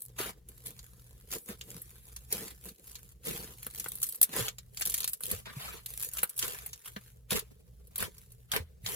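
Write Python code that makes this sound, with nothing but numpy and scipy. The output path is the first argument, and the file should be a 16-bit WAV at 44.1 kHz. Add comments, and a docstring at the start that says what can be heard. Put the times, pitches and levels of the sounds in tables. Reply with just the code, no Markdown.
"""On a table top in a quiet, humming room: hands knead soft airy slime close by, heard in wide stereo.
Squeezing fizzes with filtered noise broken up by random cell bursts, and sticky skin peels with the same bursts.
Larger pockets pop as ragged noise clicks with a short ring of air; cavities squelch as wavering low noise.
Decaying sines make the thuds on the table and the gulps of closing cavities. Unsteady mains tones and a low
rumble lie underneath, and the walls answer the slime with a short noise tail."""
import sys
import numpy as np
from scipy import signal
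from scipy.fft import rfft, irfft, next_fast_len
from scipy.io import wavfile
from scipy.ndimage import uniform_filter1d, map_coordinates

SR = 44100
rng = np.random.default_rng(int(sys.argv[2]) if len(sys.argv) > 2 else 0)


def put_to_file(sound):
    """Save the sound as 16-bit audio at rate SR, in the file named by the first command-line argument."""
    columns = np.atleast_2d(sound).T  # one column per channel
    safe = np.clip(columns, -1, 1)
    whole_steps = np.round(safe * 32767)
    wavfile.write(sys.argv[1], SR, whole_steps.astype(np.int16))


N = 394694

# colour of the tiny bursting cells: freq_hz, relative_level_db
FIZZ_COLOUR = [(7400, -32.5), (8000, 5.5), (8900, 1.5), (10200, 3.5), (12000, 6), (15600, 0),
               (16000, -41.5)]
# colour of dry skin coming unstuck: freq_hz, relative_level_db
PEEL_COLOUR = [(500, -43), (1000, -8.5), (2000, -6.5), (3600, -0.5), (5500, -2.5), (7600, 3.5),
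               (8600, -41.5)]
# colour of wet peeling and of big pockets: freq_hz, relative_level_db
WET_COLOUR = [(500, -10.5), (1000, 0), (2200, -1.5), (4000, -5), (8200, -24)]
# low colour of closing cavities: freq_hz, relative_level_db
SQUELCH_COLOUR = [(120, -3.5), (190, 3), (290, -6), (450, 1), (700, -16.5), (1200, -23.5)]


def amp(db):
    """Gain of a level in dB."""
    return 10 ** (np.asarray(db) / 20)


def unit(x):
    """x at rms 1."""
    return x / np.sqrt(np.mean(x ** 2) + 1e-20)


def along(points, hz):
    """Values of (Hz, value) points read on a log frequency axis."""
    f, v = np.transpose(points)
    return np.interp(np.log(hz + 1), np.log(f + 1), v)


def curves(rows):
    """One value per sample for each column after the time."""
    s, *cols = np.transpose(rows)
    return [np.interp(np.arange(N) / SR, s, c) for c in cols]


def wobble(rate):
    """A smooth random curve through normal draws, rate knots a second."""
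    knots = rng.standard_normal(int(N * rate / SR) + 4)
    return map_coordinates(knots, [np.arange(N) * rate / SR])


def filtered(x, response):
    """x shaped by a complex response of frequency."""
    m = next_fast_len(N + 8192)
    return irfft(rfft(x, m) * response(np.fft.rfftfreq(m, 1 / SR)), m)[..., :N]


def noise(colour):
    """Coloured noise of rms 1."""
    return unit(filtered(rng.standard_normal(N), lambda hz: amp(along(colour, hz))))


def fading(ticks, t60):
    """Every tick leaves a tail that falls by 60 dB in t60 seconds."""
    return signal.lfilter([1], [1, -amp(-60 / (t60 * SR))], ticks)


def crackle(rate, spread_db, t60, bed):
    """Envelope of rms 1: random cells burst (rate a second), few large and many small, over a steady bed."""
    chance, size = rng.random(N), rng.exponential(1, N)
    bursts = (chance < rate / SR) * amp(spread_db * np.minimum(size, 2.8))
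    return unit(bed + unit(fading(bursts, t60)))


def effort():
    """Levels of fizz, peel, squelch in dB: each squeeze rises, sags or swells while held, is let go and settles."""
    # slow creep of the slime between squeezes, ahead of the layer gains: time_s, fizz_level_db
    creep = [(0, -65.5), (.44, -97), (.5, -65), (.72, -62), (1.6, -73), (1.8, -60.5), (2.22, -62.5),
             (3.18, -84), (3.62, -60.5), (4.66, -75.5), (5.9, -62.5), (7.1, -63.5), (7.23, -85),
             (7.88, -77.5), (8.2, -64), (8.45, -76), (8.95, -103)]
    # squeezes, pokes and pulls, levels ahead of the layer gains: full_strength_s, rise_s, length_s,
    # sag_db_per_s (of fizz and peel, negative swells), fizz_level_db, peel_level_db, squelch_level_db
    squeezes = [(0.031, 0.087, 0.012, 57, -46, -73, -101), (0.191, 0.03, 0.1, 85, -40.5, -39, -41.5),
                (0.657, 0.024, 0.035, 98, -45, -51.5, -50.5), (1.338, 0.067, 0.022, 56, -41.5, -45, -45),
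                (1.378, 0.045, 0.13, 34, -51, -72, -85), (1.497, 0.063, 0.0255, 48, -52, -48.5, -48.5),
                (1.695, 0.22, 0.095, 22, -53, -59, -55.5), (2.316, 0.027, 0.2, 62.5, -42.5, -44.5, -44.5),
                (2.671, 0.13, 0.023, 61, -49, -54.5, -53), (2.861, 0.162, 0.26, 36, -56.5, -61.5, -77.5),
                (3.262, 0.039, 0.28, 64, -40.5, -42.5, -41.5), (3.801, 0.22, 0.53, 36.5, -46.5, -53, -62),
                (4.036, 0.063, 0.084, 78, -37, -49, -63.5), (4.371, 0.1, 0.1, 79.5, -37, -37, -38.5),
                (4.782, 0.075, 0.25, -8, -46.5, -53.5, -62), (5.092, 0.024, 0.041, 108, -42, -60, -70),
                (5.227, 0.018, 0.046, 21, -39.5, -49, -54), (5.311, 0.075, 0.082, 127.5, -42.5, -44, -45),
                (5.459, 0.01, 0.048, 69, -86, -49, -51.5), (5.63, 0.21, 0.16, 52, -50.5, -47, -54),
                (5.886, 0.018, 0.14, 91, -45.5, -52, -62.5), (6.043, 0.17, 0.023, 93.5, -36.5, -44.5, -56),
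                (6.179, 0.11, 0.015, 44, -42, -47, -59.5), (6.372, 0.021, 0.043, 61.5, -44, -54, -82),
                (6.423, 0.031, 0.24, 71, -41, -42, -45), (6.856, 0.018, 0.028, 56, -49.5, -51.5, -69),
                (7.315, 0.021, 0.058, 90.5, -35, -34, -33.5),
                (8.005, 0.064, 0.046, 101, -42.5, -41.5, -39.5),
                (8.534, 0.0355, 0.042, 46, -46, -39.5, -38), (8.87, 0.047, 0.089, -10, -42.5, -44.5, -47.5)]
    rise_db, release_db_s = 29.5, 507  # climb within the rise time; fall when the fingers let go
    settle_db, settle_db_s = -23, 118.5  # the slime goes on settling, fainter and slower
    sag_factors = np.array([[1], [1], [1.25]])  # the squelch changes faster than the fizz while held
    squelch_lag_s = 0.01  # cavities answer a little after the fizz

    creep_db, = curves(creep)
    # the peel creeps 4 dB below the fizz; the resting squelch is steady and faint
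    resting_db = np.array([creep_db, creep_db - 4, np.full(N, -69.5)])
    power = amp(2 * resting_db)
    for s, rise, length, sag, *levels in squeezes:
        at = slice(max(round((s - 2 * rise) * SR), 0), round((s + length + .5) * SR))
        t = np.arange(N)[at] / SR - s
        after = np.maximum(t - length, 0)
        climb_db = rise_db * np.minimum(t, 0) / rise
        held_db = climb_db - sag_factors * sag * np.clip(t, 0, length)
        let_go_db = np.maximum(-release_db_s * after, settle_db - settle_db_s * after)
        power[:, at] += amp(2 * (np.array(levels)[:, None] + held_db + let_go_db))
    power[2] = np.interp(np.arange(N) - squelch_lag_s * SR, np.arange(N), power[2])
    return 10 * np.log10(power)


def patchy(x, depth_db):
    """Cavities open and close: coloured patches of gain drift through the sound, back at rms 1."""
    z = signal.stft(x, nperseg=512)[2]
    field = uniform_filter1d(rng.standard_normal(z.shape), size=5, axis=0)  # smooth across pitch
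    field = uniform_filter1d(field, size=7, axis=1)  # and along time
    return unit(signal.istft(z * amp(depth_db * unit(field)), nperseg=512)[1][:N])


def kneading():
    """Fizz and peel share the same cell bursts; where fizz is weak beside peel, the peel turns wet and dark."""
    fizz_db, peel_db, squelch_db = effort()
    ticks = crackle(rate=70, spread_db=3.3, t60=.008, bed=.6)
    wet = np.clip(.6 - (fizz_db - peel_db) / 14, 0, 1)
    lumps = amp(2.2 * wobble(90))
    cells = wet * lumps + (1 - wet) * ticks  # wet slime slides in coarse lumps, dry slime ticks
    fizz = amp(fizz_db + 4.0) * cells * noise(FIZZ_COLOUR)
    skin = np.sqrt(wet) * noise(WET_COLOUR) + np.sqrt(1 - wet) * noise(PEEL_COLOUR)
    peel = amp(peel_db + 2.5) * cells * patchy(skin, depth_db=2.5)
    squelch = amp(squelch_db + 4.15 * wobble(60)) * noise(SQUELCH_COLOUR)
    return fizz, peel + squelch


def room_tone():
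    """Unsteady mains tones over a rumble, nearly alike in both channels; now and then it all dips."""
    # mains hum and its overtones: pitch_hz, relative_level_db
    mains = [(60, -6.5), (120, -6), (180, -18)]
    # colour of the low rumble: freq_hz, relative_level_db
    rumble = [(20, -16.5), (59, 0.5), (91, -15.5), (129, -10), (290, -37.5), (467, -39), (750, -52.5)]
    # moments when the level dips briefly: centre_s
    hum_dips = [0.0, 1.43, 2.78, 4.15, 4.28, 5.18, 6.31, 6.82]
    dip_db, dip_s = -23, 0.048  # depth and half width of a dip
    t = np.arange(N) / SR
    tones = np.zeros(N)
    for hz, db in mains:
        level = amp(db + 3 * wobble(5.1))
        tones += level * np.sin(2 * np.pi * hz * t + 0.46 * wobble(8.3))
    shared = tones + amp(-1.5) * noise(rumble)
    apart = amp(-13.5) * noise(rumble)  # opposite in the two channels
    dips = sum(dip_db * np.exp(-((t - s) / dip_s) ** 2) for s in hum_dips)
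    return amp(-55.0 + dips + 0.73 * wobble(2.7)) * np.array([shared + apart, shared - apart])


def pops():
    """A pocket snaps, tears open in a ragged volley of clicks, and the air inside rings for a few cycles."""
    # bursting air pockets, levels ahead of the layer gains:
    # start_s, skin_level_db, body_level_db (against the skin), air_pitch_hz (at the onset)
    pockets = [(0.2014, -31.5, -5, 1240), (0.4857, -31, -19.5, 6460), (0.6614, -33.5, -27, 2660),
               (0.79, -40, -2.5, 4060), (1.314, -26.5, -9.5, 5070), (1.486, -28, -17.5, 1610),
               (1.6103, -36.5, 1.5, 2980), (1.817, -26, -31.5, 1970), (2.162, -28, -10.5, 5860),
               (2.324, -13.5, -14.5, 6160), (2.9533, -31, -5, 4220), (3.628, -27.5, -15, 2380),
               (3.665, -24, -16, 1520), (3.776, -31.5, -11, 5000), (3.797, -19, -11, 6600),
               (3.8594, -33.5, -3, 1350), (3.884, -19.5, -27, 4280), (3.953, -24.5, -39, 4620),
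               (4.028, -11, -16.5, 6600), (4.065, -23, -20.5, 4840), (4.088, -19.5, -26, 6860),
               (4.155, -24.5, -37, 6000), (4.213, -4.5, -28, 5230), (4.228, 0, -22.5, 6040),
               (4.33, -28.5, -11, 2880), (4.362, -16, -24, 1690), (4.481, -23, -2, 3470),
               (4.5829, -33.5, -4.5, 3760), (4.771, -26.5, -6, 4700), (4.809, -18, -17.5, 2230),
               (4.818, -24, 0, 6880), (4.852, -18, -15.5, 3520), (4.8713, -17, -17.5, 5750),
               (4.897, -16.5, -15.5, 6500), (4.918, -25, -12.5, 5000), (4.94, -11.5, -11.5, 6600),
               (4.977, -19.5, -14.5, 7400), (5.003, -18, -14.5, 3600), (5.03, -29, -3, 4300),
               (5.0421, -17, -11.5, 3800), (5.0754, -14.5, -15.5, 4430), (5.132, -17, -20.5, 5500),
               (5.2055, -25.5, -24.5, 1400), (5.234, -26, -11.5, 3550), (5.312, -13.5, -21.5, 4120),
               (5.456, -44, 0.5, 2940), (5.8592, -22, -16, 4020), (6.0241, -21.5, -43, 6690),
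               (6.1337, -20, -21, 6920), (6.17, -28, -18.5, 6580), (6.1874, -25, -7, 2870),
               (6.23, -6.5, -20, 1390), (6.2932, -21.5, -25, 5580), (6.377, -18, -26.5, 3560),
               (6.3898, -14.5, -11.5, 7140), (6.425, -22.5, -2.5, 3170), (6.6606, -21, -24.5, 2100),
               (6.7302, -28.5, -6.5, 6030), (6.9622, -44, 11, 1610), (7.3053, -17.5, -10.5, 3530),
               (7.391, -21, -12, 3820), (7.8707, -41.5, -25, 6000), (7.957, -20.5, -17, 3830),
               (7.979, -17, -35.5, 3430), (8.003, -20, -14.5, 2900), (8.024, -19.5, -8.5, 1840),
               (8.18, -36.5, -13.5, 5000), (8.318, -36.5, -21, 5900), (8.516, -17.5, -6.5, 3360),
               (8.535, -25, -3.5, 1390), (8.5614, -18, -6.5, 2298), (8.8612, -27.5, 3.5, 3640)]
    big_hz = 2300  # pockets that ring below this are big
    skin, dry_body, wet_body, air = np.zeros((4, N + SR))
    t = np.arange(SR // 8) / SR
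    fall = amp(-60 * t / 0.021) + 0.26 * amp(-60 * t / 0.058)  # a quick fall and a fainter, longer one
    tear = fall * (1 - np.exp(-t / 0.0015)) ** 2
    for s, db, body_db, hz in pockets:
        at = slice(round(s * SR), round(s * SR) + len(t))
        skin[at] += amp(db) * tear
        body_layer = wet_body if hz < big_hz else dry_body
        body_layer[at] += amp(db + body_db) * tear
        swell = 1 - np.exp(-t * hz / 0.19)
        glide = np.sin(2 * np.pi * hz * t * (1 + 8 * t))  # pitch climbs as it rings
        blip = amp(-60 * t * hz / 12) * swell * glide
        air[at] += amp(db + body_db + 9.5) * np.roll(blip, SR // 500)  # 2 ms on, once the skin has torn
    ragged = crackle(rate=1100, spread_db=9.0, t60=0.0012, bed=2.9)
    hollow = noise(WET_COLOUR) + amp(-3.0) * noise(SQUELCH_COLOUR)  # big pockets add a low knock
    body = dry_body[:N] * noise(PEEL_COLOUR) + wet_body[:N] * hollow
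    snap = amp(-3.5) * skin[:N] * ragged * noise(FIZZ_COLOUR)
    knock = amp(2.5) * ragged * body + air[:N]
    return snap, knock


def thuds():
    """Soft loads on the table and closing cavities swell within a fraction of a cycle and ring briefly."""
    # the lump and the hands load the table top: start_s, level_db (ahead of the common gain), pitch_hz
    loads = [(1.492, -50, 210), (1.752, -53.5, 171), (4.409, -42.5, 116), (5.314, -49.5, 183),
             (5.334, -47.5, 92), (5.567, -44, 135), (6.964, -47, 200), (7.319, -46, 143),
             (8.016, -51.5, 92), (8.601, -44, 80.6), (8.838, -49.5, 109)]
    # a cavity closes: start_s, level_db (ahead of the common gain), pitch_hz
    gulps = [(0.202, -39.5, 404), (2.329, -46.5, 430), (3.269, -48.5, 454), (4.355, -46, 420),
             (4.367, -44, 493), (7.323, -42, 460)]
    ring_cycles = 13.5  # cycles to die by 60 dB
    table, t = np.zeros(N + SR), np.arange(SR // 4) / SR
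    for s, db, hz in loads + gulps:
        decay = amp(db + 14.5 - 60 * t * hz / ring_cycles)
        swell = 1 - np.exp(-t * hz / 0.27)
        table[round(s * SR):][:len(t)] += decay * swell * np.sin(2 * np.pi * hz * t)
    return table[:N]


def stereo_image(treble, body):
    """Treble is later on the left, the body's lows later on the right, its highs spread by random phase."""
    # random phase spread between left and right: freq_hz, spread_rad
    scatter = [(600, 0.57), (1300, 2.59)]
    # balance of the body, left over right: freq_hz, level_db
    left_db = [(500, -1), (1800, 3.5), (6000, -1.5)]
    treble_lag_s, in_step_hz = 1 / 3200, 10120  # left behind right; the pitch at which both are in phase
    image_lags_s = (.0002, .0017)  # right behind left, before and after the image changes
    lag_top_hz = 1000  # the body's phase lag grows only up to this pitch
    image_change_s = 4.4  # from here on the lows sit wider

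    def treble_turn(hz):
        return np.exp(1j * np.pi * treble_lag_s * (hz - in_step_hz) * np.array([[-1], [1]]))

    def body_turn(hz):
        return np.exp(-2j * np.pi * np.outer(image_lags_s, np.minimum(hz, lag_top_hz)))

    early_image, late_image = filtered(body[None], body_turn)
    right = np.where(np.arange(N) < image_change_s * SR, early_image, late_image)
    hz, _, z = signal.stft([body, right], SR, nperseg=128)
    field = uniform_filter1d(rng.standard_normal(z.shape[1:]), size=4, axis=0)
    field = unit(uniform_filter1d(field, size=40, axis=1))
    # each channel takes half of the spread and half of the balance
    half = np.exp(.5j * along(scatter, hz)[:, None] * field) * amp(along(left_db, hz) / 2)[:, None]
    body_pair = signal.istft(z * [half, 1 / half], SR, nperseg=128)[1][:, :N]
    return filtered(treble[None], treble_turn) + body_pair


def walls(x):
    """Each frequency of the room's answer dies at its own speed, differently in each channel."""
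    # decay of the room: freq_hz, t60_s
    room = [(200, 0.097), (2000, 0.082), (12000, 0.056)]
    hz, t, z = signal.stft(rng.standard_normal((2, SR // 3)), SR, nperseg=256)
    tail = signal.istft(z * amp(-60 * t / along(room, hz)[:, None]), SR, nperseg=256)[1]
    delayed = np.pad(x, (130, 0))  # samples, about 3 ms before the tail starts
    return signal.fftconvolve(delayed[None], tail / np.linalg.norm(tail[0]), axes=1)[:, :N]


def scene():
    """Slime in the hands, table, walls and room tone."""
    fizz, peel = kneading()
    snap, knock = pops()
    treble, body = fizz + snap, peel + knock
    thinned = filtered(body, lambda hz: hz ** 2 / (hz ** 2 + 500 ** 2))  # the walls get less of the lows
    answer = walls(amp(-15.0) * treble + amp(-7.5) * thinned)
    return stereo_image(treble, body) + thuds() + answer + room_tone()


def record(dry):
    """The microphones lose the deepest bass; the recorder keeps nothing above its band limit."""
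    top_hz = 16634
    return filtered(dry, lambda hz: (hz < top_hz) * hz ** 2 / (hz ** 2 + 30 ** 2))


dry = scene()
out = record(dry)
put_to_file(out)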